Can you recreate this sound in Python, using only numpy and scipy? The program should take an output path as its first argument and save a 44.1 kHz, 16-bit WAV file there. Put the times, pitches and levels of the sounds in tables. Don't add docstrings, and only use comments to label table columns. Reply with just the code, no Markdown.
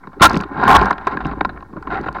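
import sys
import numpy as np
from scipy import signal
from scipy.fft import rfft, irfft, next_fast_len
from scipy.io import wavfile
from scipy.ndimage import map_coordinates

SR = 44100
rng = np.random.default_rng(int(sys.argv[2]) if len(sys.argv) > 2 else 0)


def convert_level_to_amplitude(level_db):
    exponent = np.asarray(level_db, float) / 20
    return 10 ** exponent


def persist_wave(psi):
    counts = np.round(np.clip(psi, -1, 1) * 32767).astype(np.int16)
    wavfile.write(sys.argv[1], SR, np.atleast_2d(counts).T)


N = 97020

# pitch_hz, density_db (per Hz)
HISS_SPECTRUM = [(1470, -8), (2500, -5), (4030, 3.5), (6920, -5), (15800, -9)]
# time_s, peak_db, length_s
SPUTTER_BURSTS = [(0.2196, -25.5, .002), (0.2263, -29.5, .002), (0.228, -17.5, .002), (0.24, -7, .0015),
                  (0.246, -20, .002), (0.255, -14, .002), (0.258, -17.5, .0015), (0.263, -30, .0015),
                  (.272, -19.5, .001), (0.678, -34.5, .0015), (.685, -30, .0015), (0.699, -29.5, .0015),
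                  (0.7114, -26.5, .0015), (0.687, -32, .0015), (0.723, -35.5, .002), (0.742, -32.5, .002),
                  (0.755, -30.5, .002), (0.7604, -23, .0015), (0.763, -29.5, .002)]
# time_s, level_db
SWAY_LEVEL = [(0, -59), (.2, -47), (.25, -13), (.33, -30.5), (0.469, -43), (0.701, -35.5), (.78, -18),
              (.95, -45.5), (1.08, -37.5), (1.17, -50), (1.241, -32), (1.522, -35.5), (1.701, -48.5),
              (1.879, -36), (2.2, -40.5)]
# time_s, peak_db
GRIT_TICKS = [(0.28, -28), (0.293, -28.5), (0.296, -14.5), (0.3125, -27.5), (0.329, -28), (0.332, -24.5),
              (0.3429, -33), (0.355, -24), (0.3691, -24.5), (0.3718, -19), (0.3802, -34), (0.3911, -34.5),
              (0.4064, -33), (0.432, -39.5), (0.4095, -25), (0.638, -25.5), (0.6544, -42), (0.671, -35.5),
              (0.779, -31), (0.7903, -30), (0.8106, -36), (0.8298, -34), (0.835, -36), (0.856, -22),
              (0.9062, -23), (1.07, -24), (1.267, -34), (1.8245, -40.5), (2.012, -36), (2.127, -36),
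              (2.1974, -35)]
# pitch_hz, width_hz, level_db
FRAME_TUBES = [(755, 105.4, -3.5), (887, 86, -3), (1041.7, 32, 4), (1404.6, 90, -3), (1618, 66, -5),
               (1838, 67, -9.5), (2220, 72, -13.5)]
# pitch_hz, width_hz, level_db
KEEL_MODES = [(97, 120, -9), (144.5, 33.3, 0), (196, 34.4, 1.5), (290.5, 71.4, 1.5), (407, 71, -1.5),
              (566, 38, -6), (670, 47, -17)]
# pitch_hz, width_hz, level_db
THIN_TUBES = [(2470, 680, 5), (3485, 250, 1.5), (3726, 377, 4), (4970, 540, -9)]
# pitch_hz, width_hz, level_db
DRAGGED_FRAME = [(786, 61, 3), (1050, 51, 1), (1380, 74, 1.5), (1613, 100, -2.5), (1790, 280, -7.5),
                 (2166, 280, -12.5)]
# time_s, peak_db, pitch_hz, t60_s
PART_KNOCKS = [(0.3676, -4, 256, 0.013), (0.403, -14, 190, 0.058), (0.422, -18, 1404, .02),
               (.511, -24.5, 1050, .03), (.636, -5, 1040, 0.033), (0.908, -3.5, 993, 0.028),
               (1.07, -6.5, 1061, 0.039), (1.173, -13.5, 1627, 0.024), (1.204, -22, 1425, 0.032),
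               (1.249, -26.5, 2730, 0.015), (1.125, -19, 1050, 0.063), (1.451, -38, 4990, 0.02),
               (1.25, -18.5, 155, 0.16), (1.335, -17, 1050, 0.02), (1.383, -27, 1000, .03),
               (1.407, -20, 1580, 0.048), (1.449, -8.5, 1380, 0.029), (1.492, -21, 1453, 0.036),
               (1.493, -43.5, 4020, 0.056), (1.625, -31.5, 1076, 0.035), (1.736, -31, 1073, .06),
               (1.761, -23, 324, 0.083), (1.771, -32, 1047, 0.074), (1.826, -26, 1050, 0.03),
               (1.905, -27, 1444, 0.025), (2.084, -14.5, 1420, 0.027), (2.159, -25, 1050, 0.021)]
# start_s, rise_s, hold_s, fall_s, drive_db
BLOW_STAGES = [
    (0.214, 0.0062, 0.027, 0.0042, 5),
    (0.249, 0.0019, 0.0084, 0.021, 1.5),
    (0.675, 0.0036, 0.016, .008, -9.5),
    (0.7, 0.004, 0.032, 0.0036, -10),
    (0.743, 0.0075, 0.017, 0.0063, -2.5),
]
# keel_over_frame_db, loudest_tube_hz
BLOW_VOICES = [(-9, 1050), (-8, 1350), (-9, 1080), (-12, 1040), (-4, 1100)]
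# time_s, peak_db, keel_over_db, thin_over_db, length_s
EARLY_STONES = [(0.032, -23, -23, -42, 0.012), (0.071, -18.5, -4, -23.5, 0.0032),
                (0.131, -26, -12, -22.5, 0.0025), (0.197, -13.5, -32, -22, 0.004),
                (0.206, -3.5, 0, -18, 0.0094), (0.318, -32, -6, 1, 0.0045),
                (0.344, -12.5, 4.5, -4, 0.00071), (0.365, -9, 4, -6.5, 0.00078),
                (0.403, -37, 11, 15.5, 0.0013), (0.423, -20.5, -31, -18, 0.0016),
                (0.435, -10.5, -36, -18, 0.0036), (0.51, -42, 25.5, -32, 0.012),
                (0.544, -31, -23, -43, 0.0045), (0.594, -20.5, -10, -25, 0.0016),
                (0.646, -20, -6, -32, 0.0023), (0.814, -11.5, -24, -4, 0.0012),
                (0.909, 1.5, -15, -45, 0.0031), (0.926, -8, -27, -21, 0.0044),
                (0.98, -15.5, -13, -13.5, 0.0026), (1.069, -1, -11, -23, 0.0087),
                (1.12, -16.5, -14, -22, 0.0021), (1.17, -8.5, -8, -20, 0.0017),
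                (1.204, -12.5, -30, -24, 0.012)]
# time_s, peak_db, keel_over_db, thin_over_db, length_s
LATE_STONES = [(1.253, -9, -2.5, -21.5, 0.0029), (1.286, -36, 10, -10, 0.0057),
               (1.311, -15, -3, -21, 0.0075), (1.334, -20, -10.5, -42, 0.0014),
               (1.409, 1.5, -9.5, -23.5, 0.0014), (1.448, -2.5, -12.5, -18, 0.004),
               (1.493, -12.5, -14, -22, 0.005), (1.56, -23, -26, -34, 0.0088),
               (1.573, -19, -16.5, -50, 0.0018), (1.606, -23.5, -25, -19.5, 0.0017),
               (1.625, -20.5, -34.5, -25, 0.0021), (1.729, -31.5, 6, -23, 0.0023),
               (1.765, -19, 0.5, -27, 0.009), (1.826, -18.5, -21, -26, 0.0025),
               (1.871, -10, -9.5, -27, 0.0044), (1.925, -12, -8.5, -22, 0.0012),
               (1.944, -12, -24, -24, 0.002), (2.005, -22.5, 5, -25, 0.0025),
               (2.031, -26, -15, -19, 0.0066), (2.061, -24, 9, -17, 0.0035),
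               (2.087, -7, -16, -17.5, 0.00055), (2.145, -24, -5, -18, 0.0018),
               (2.183, -12.5, -16.5, -29, 0.0072)]
# time_s, rattle_db, keel_over_rattle_db
ROLL_LEVEL = [(0, -48, 7.5), (.19, -40, 3), (.27, -14.5, -3.5), (.42, -27, 2.5), (0.489, -36, 0),
              (0.618, -12, -3), (.72, -4, -7), (0.791, -11, -3), (0.902, -14.5, -5), (.95, -30.5, 0),
              (1.05, -29, -2.5), (1.129, -26.5, 2.5), (1.33, -36.5, 9), (1.378, -32, 2.5), (1.68, -45, 6),
              (1.85, -38.5, 4), (1.932, -26, 1.5), (2.2, -37.5, 6.5)]
# start_s, rise_s, hold_s, fall_s, level_db
WHEEL_SKIDS = [
    (.278, 0.0077, 0.065, .04, -23.5),
    (1.0, 0.043, 0.02, 0.013, -36),
    (1.085, 0.016, 0.043, 0.0084, -28),
    (1.235, 0.0061, 0.092, 0.021, -31.5),
    (1.9, .005, 0.073, 0.056, -24.5),
    (2.03, 0.0085, 0.01, 0.0089, -29),
    (2.056, 0.0066, .018, 0.0078, -24.5),
    (2.135, .02, 0.014, 0.017, -24),
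]


def unit(x):
    return x / np.sqrt(np.mean(x ** 2) + 1e-20)


def wobble(rate):
    return map_coordinates(rng.standard_normal(400), [np.arange(N) * rate / SR])


def filtered(x, response):
    m = next_fast_len(len(x) + SR // 4)
    return irfft(rfft(x, m) * response(np.fft.rfftfreq(m, 1 / SR)), m)[:len(x)]


def rings(push, body):
    top = 0.99 * body[-1][0]

    def response(f):
        total = 0
        for k, (hz, width, db) in enumerate(body):
            mode = 1j * f * width / (hz * hz - f * f + 1j * f * width)
            total = total + (-1) ** k * convert_level_to_amplitude(db) * mode
        return total / (1 + 1.4j * f / top - (f / top) ** 2) ** 2

    return filtered(push, response)


def jolts(rate, spread_db, length_s):
    draw = rng.random((4000, 2))
    at = (np.cumsum(-np.log(draw[:, 0])) / rate * SR).astype(int)
    sizes = convert_level_to_amplitude(-spread_db * np.log(draw[:, 1]))
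    kicks = np.bincount(at, sizes, N)[:N]
    decay = np.exp(-np.arange(SR // 50) / SR / length_s)
    return signal.fftconvolve(kicks, decay)[:N] * rng.standard_normal(N)


def place(s, sound, peak_db):
    out, at = np.zeros(N + SR), round(s * SR)
    out[at:at + len(sound)] = sound * convert_level_to_amplitude(peak_db) / np.abs(sound).max()
    return out[:N]


def stretches(rows):
    t, out = np.arange(N) / SR, np.zeros(N)
    for s, rise, hold, fall, db in rows:
        corners = np.cumsum([s, rise, hold, fall])
        out += convert_level_to_amplitude(db) * np.interp(t, corners, [0, 1, 1, 0]) ** 2
    return out


def recorder_hiss():
    f, level = np.transpose(HISS_SPECTRUM)
    colour = lambda hz: convert_level_to_amplitude(np.interp(np.log(hz + 1), np.log(f), level))
    return convert_level_to_amplitude(-71) * unit(filtered(rng.standard_normal(N), colour))


def input_sputter():
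    t, swell = np.arange(N) / SR, np.zeros(N)
    for s, db, length_s in SPUTTER_BURSTS:
        swell += convert_level_to_amplitude(db) * np.exp(-((t - s) / length_s) ** 2)
    low_hz, high_hz = 2500, 9000
    colour = lambda f: f ** 2 / (f ** 2 + low_hz ** 2) / np.sqrt(1 + (f / high_hz) ** 2)
    return swell * unit(filtered(rng.standard_normal(N), colour)) / 2


def boom_sway():
    s, level = np.transpose(SWAY_LEVEL)
    colour = lambda hz: hz ** 2 / (hz ** 2 + 28 ** 2) / (1 + (hz / 95) ** 4)
    rumble = unit(filtered(rng.standard_normal(N), colour))
    turns = np.cumsum(56.43 + 6 * wobble(16)) / SR
    level_db = np.interp(np.arange(N) / SR, s, level) + 0.5 + 0.93 * wobble(25)
    return convert_level_to_amplitude(level_db) * (np.sin(2 * np.pi * turns) + convert_level_to_amplitude(-4) * rumble)


def grit_ticks():
    t, out = np.arange(SR // 50) / SR, np.zeros(N)
    tick_hz, width_hz, air_db = 4830, 1500, -20
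    rise_s, decay_s = 0.0017, 0.00094

    def colour(f):
        mount = 1j * f * width_hz / (tick_hz ** 2 - f * f + 1j * f * width_hz)
        air = convert_level_to_amplitude(air_db) * (1j * f / (tick_hz + 1j * f)) ** 2
        return (mount + air) / (1 + 1j * f / 9000) ** 2

    shape = np.exp(-t / decay_s) * (1 - np.exp(-(t / rise_s) ** 2))
    for s, db in GRIT_TICKS:
        scratch = rng.standard_normal(len(t)) * shape
        out += place(s, filtered(scratch, colour)[:len(t)], db - 2.5)
    return out


def knocks():
    t, out = np.arange(SR // 8) / SR, np.zeros(N)
    rise = 1 - np.exp(-(t / 0.0005) ** 2)
    for s, db, hz, t60 in PART_KNOCKS:
        out += place(s, -np.sin(2 * np.pi * hz * t) * convert_level_to_amplitude(-60 * t / t60) * rise, db)
    return out


def keel_thump():
    t = np.arange(SR // 5) / SR
    hz, t60_s, rise_s = 173, 0.11, 0.0071
    push = -np.sin(2 * np.pi * hz * t) * convert_level_to_amplitude(-60 * t / t60_s) * (1 - np.exp(-t / rise_s))
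    return place(0.212, push, -6.5)


def blows():
    frame = unit(rings(jolts(1200, 2.5, 0.003), FRAME_TUBES))
    keel = unit(rings(jolts(500, 4.4, 0.0058), KEEL_MODES))
    thin = unit(rings(jolts(300, 8.6, 0.0028), THIN_TUBES))
    push, out = rng.standard_normal(N), np.zeros(N)
    width_hz = 26
    for stage, (keel_db, hz) in zip(BLOW_STAGES, BLOW_VOICES):
        tube = unit(filtered(push, lambda f: 1j * f / (hz * hz - f * f + 1j * f * width_hz)))
        ringing = frame + convert_level_to_amplitude(-3) * tube + convert_level_to_amplitude(keel_db) * keel + convert_level_to_amplitude(-23.5) * thin
        out += stretches([stage]) * ringing
    return out


def stones():
    t, out = np.arange(SR // 8) / SR, np.zeros(N)
    rise = 1 - np.exp(-t / 0.00024)
    for s, db, keel_db, thin_db, length_s in EARLY_STONES + LATE_STONES:
        shape = np.exp(-t / max(length_s, 3e-4)) * rise
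        # body, damping (times its width), level over the stone's peak in dB
        parts = [(FRAME_TUBES, 2.4, -5.5), (KEEL_MODES, 0.83, keel_db - 4), (THIN_TUBES, 0.83, thin_db)]
        for body, damping, over_db in parts:
            scrape = rng.standard_normal(len(t)) * shape
            struck = [(hz, width * damping, level + 2 * rng.standard_normal())
                      for hz, width, level in body]
            out += place(s, rings(scrape, struck)[:len(t)], db + over_db)
    return out


def rolling():
    s, level, keel_over = np.transpose(ROLL_LEVEL)
    t = np.arange(N) / SR
    level_db, keel_db = np.interp(t, s, level), np.interp(t, s, keel_over)
    roll = convert_level_to_amplitude(level_db - 4.5 + 0.3 * wobble(38))
    skid = stretches(WHEEL_SKIDS)
    rattle = roll * unit(rings(jolts(1300, 1.6, 0.0013), FRAME_TUBES))
    scrape = skid * unit(rings(jolts(1500, 1, 0.001), DRAGGED_FRAME))
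    force = roll + convert_level_to_amplitude(0.5) * skid
    thin_level = convert_level_to_amplitude(-23) * force * (force / convert_level_to_amplitude(-20)) ** 0.13
    thin = thin_level * unit(rings(jolts(1400, 1.2, 0.0014), THIN_TUBES))
    lumps = jolts(400, 1.5, 0.0046) * convert_level_to_amplitude(0.51 * wobble(21.04))
    shudder = convert_level_to_amplitude(level_db + keel_db - 4.5) * unit(rings(lumps, KEEL_MODES))
    return rattle + scrape + thin + shudder


def scene():
    background = boom_sway() + grit_ticks()
    impacts = knocks() + keel_thump() + blows() + stones()
    return (background + impacts + rolling())[None]


def top_cut(x):
    return signal.sosfilt(signal.butter(12, 15950, fs=SR, output="sos"), x)


def record(dry):
    x = dry + recorder_hiss()
    clip_at, hardness = 0.72, 30
    x = x / (1 + np.abs(x / clip_at) ** hardness) ** (1 / hardness)
    x = np.clip(x[0] + input_sputter(), -0.8, 0.8)
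    mix = filtered(x, lambda hz: hz < 15950)[None] - 0.0038
    return top_cut(mix)


dry = scene()
out = record(dry)
persist_wave(out)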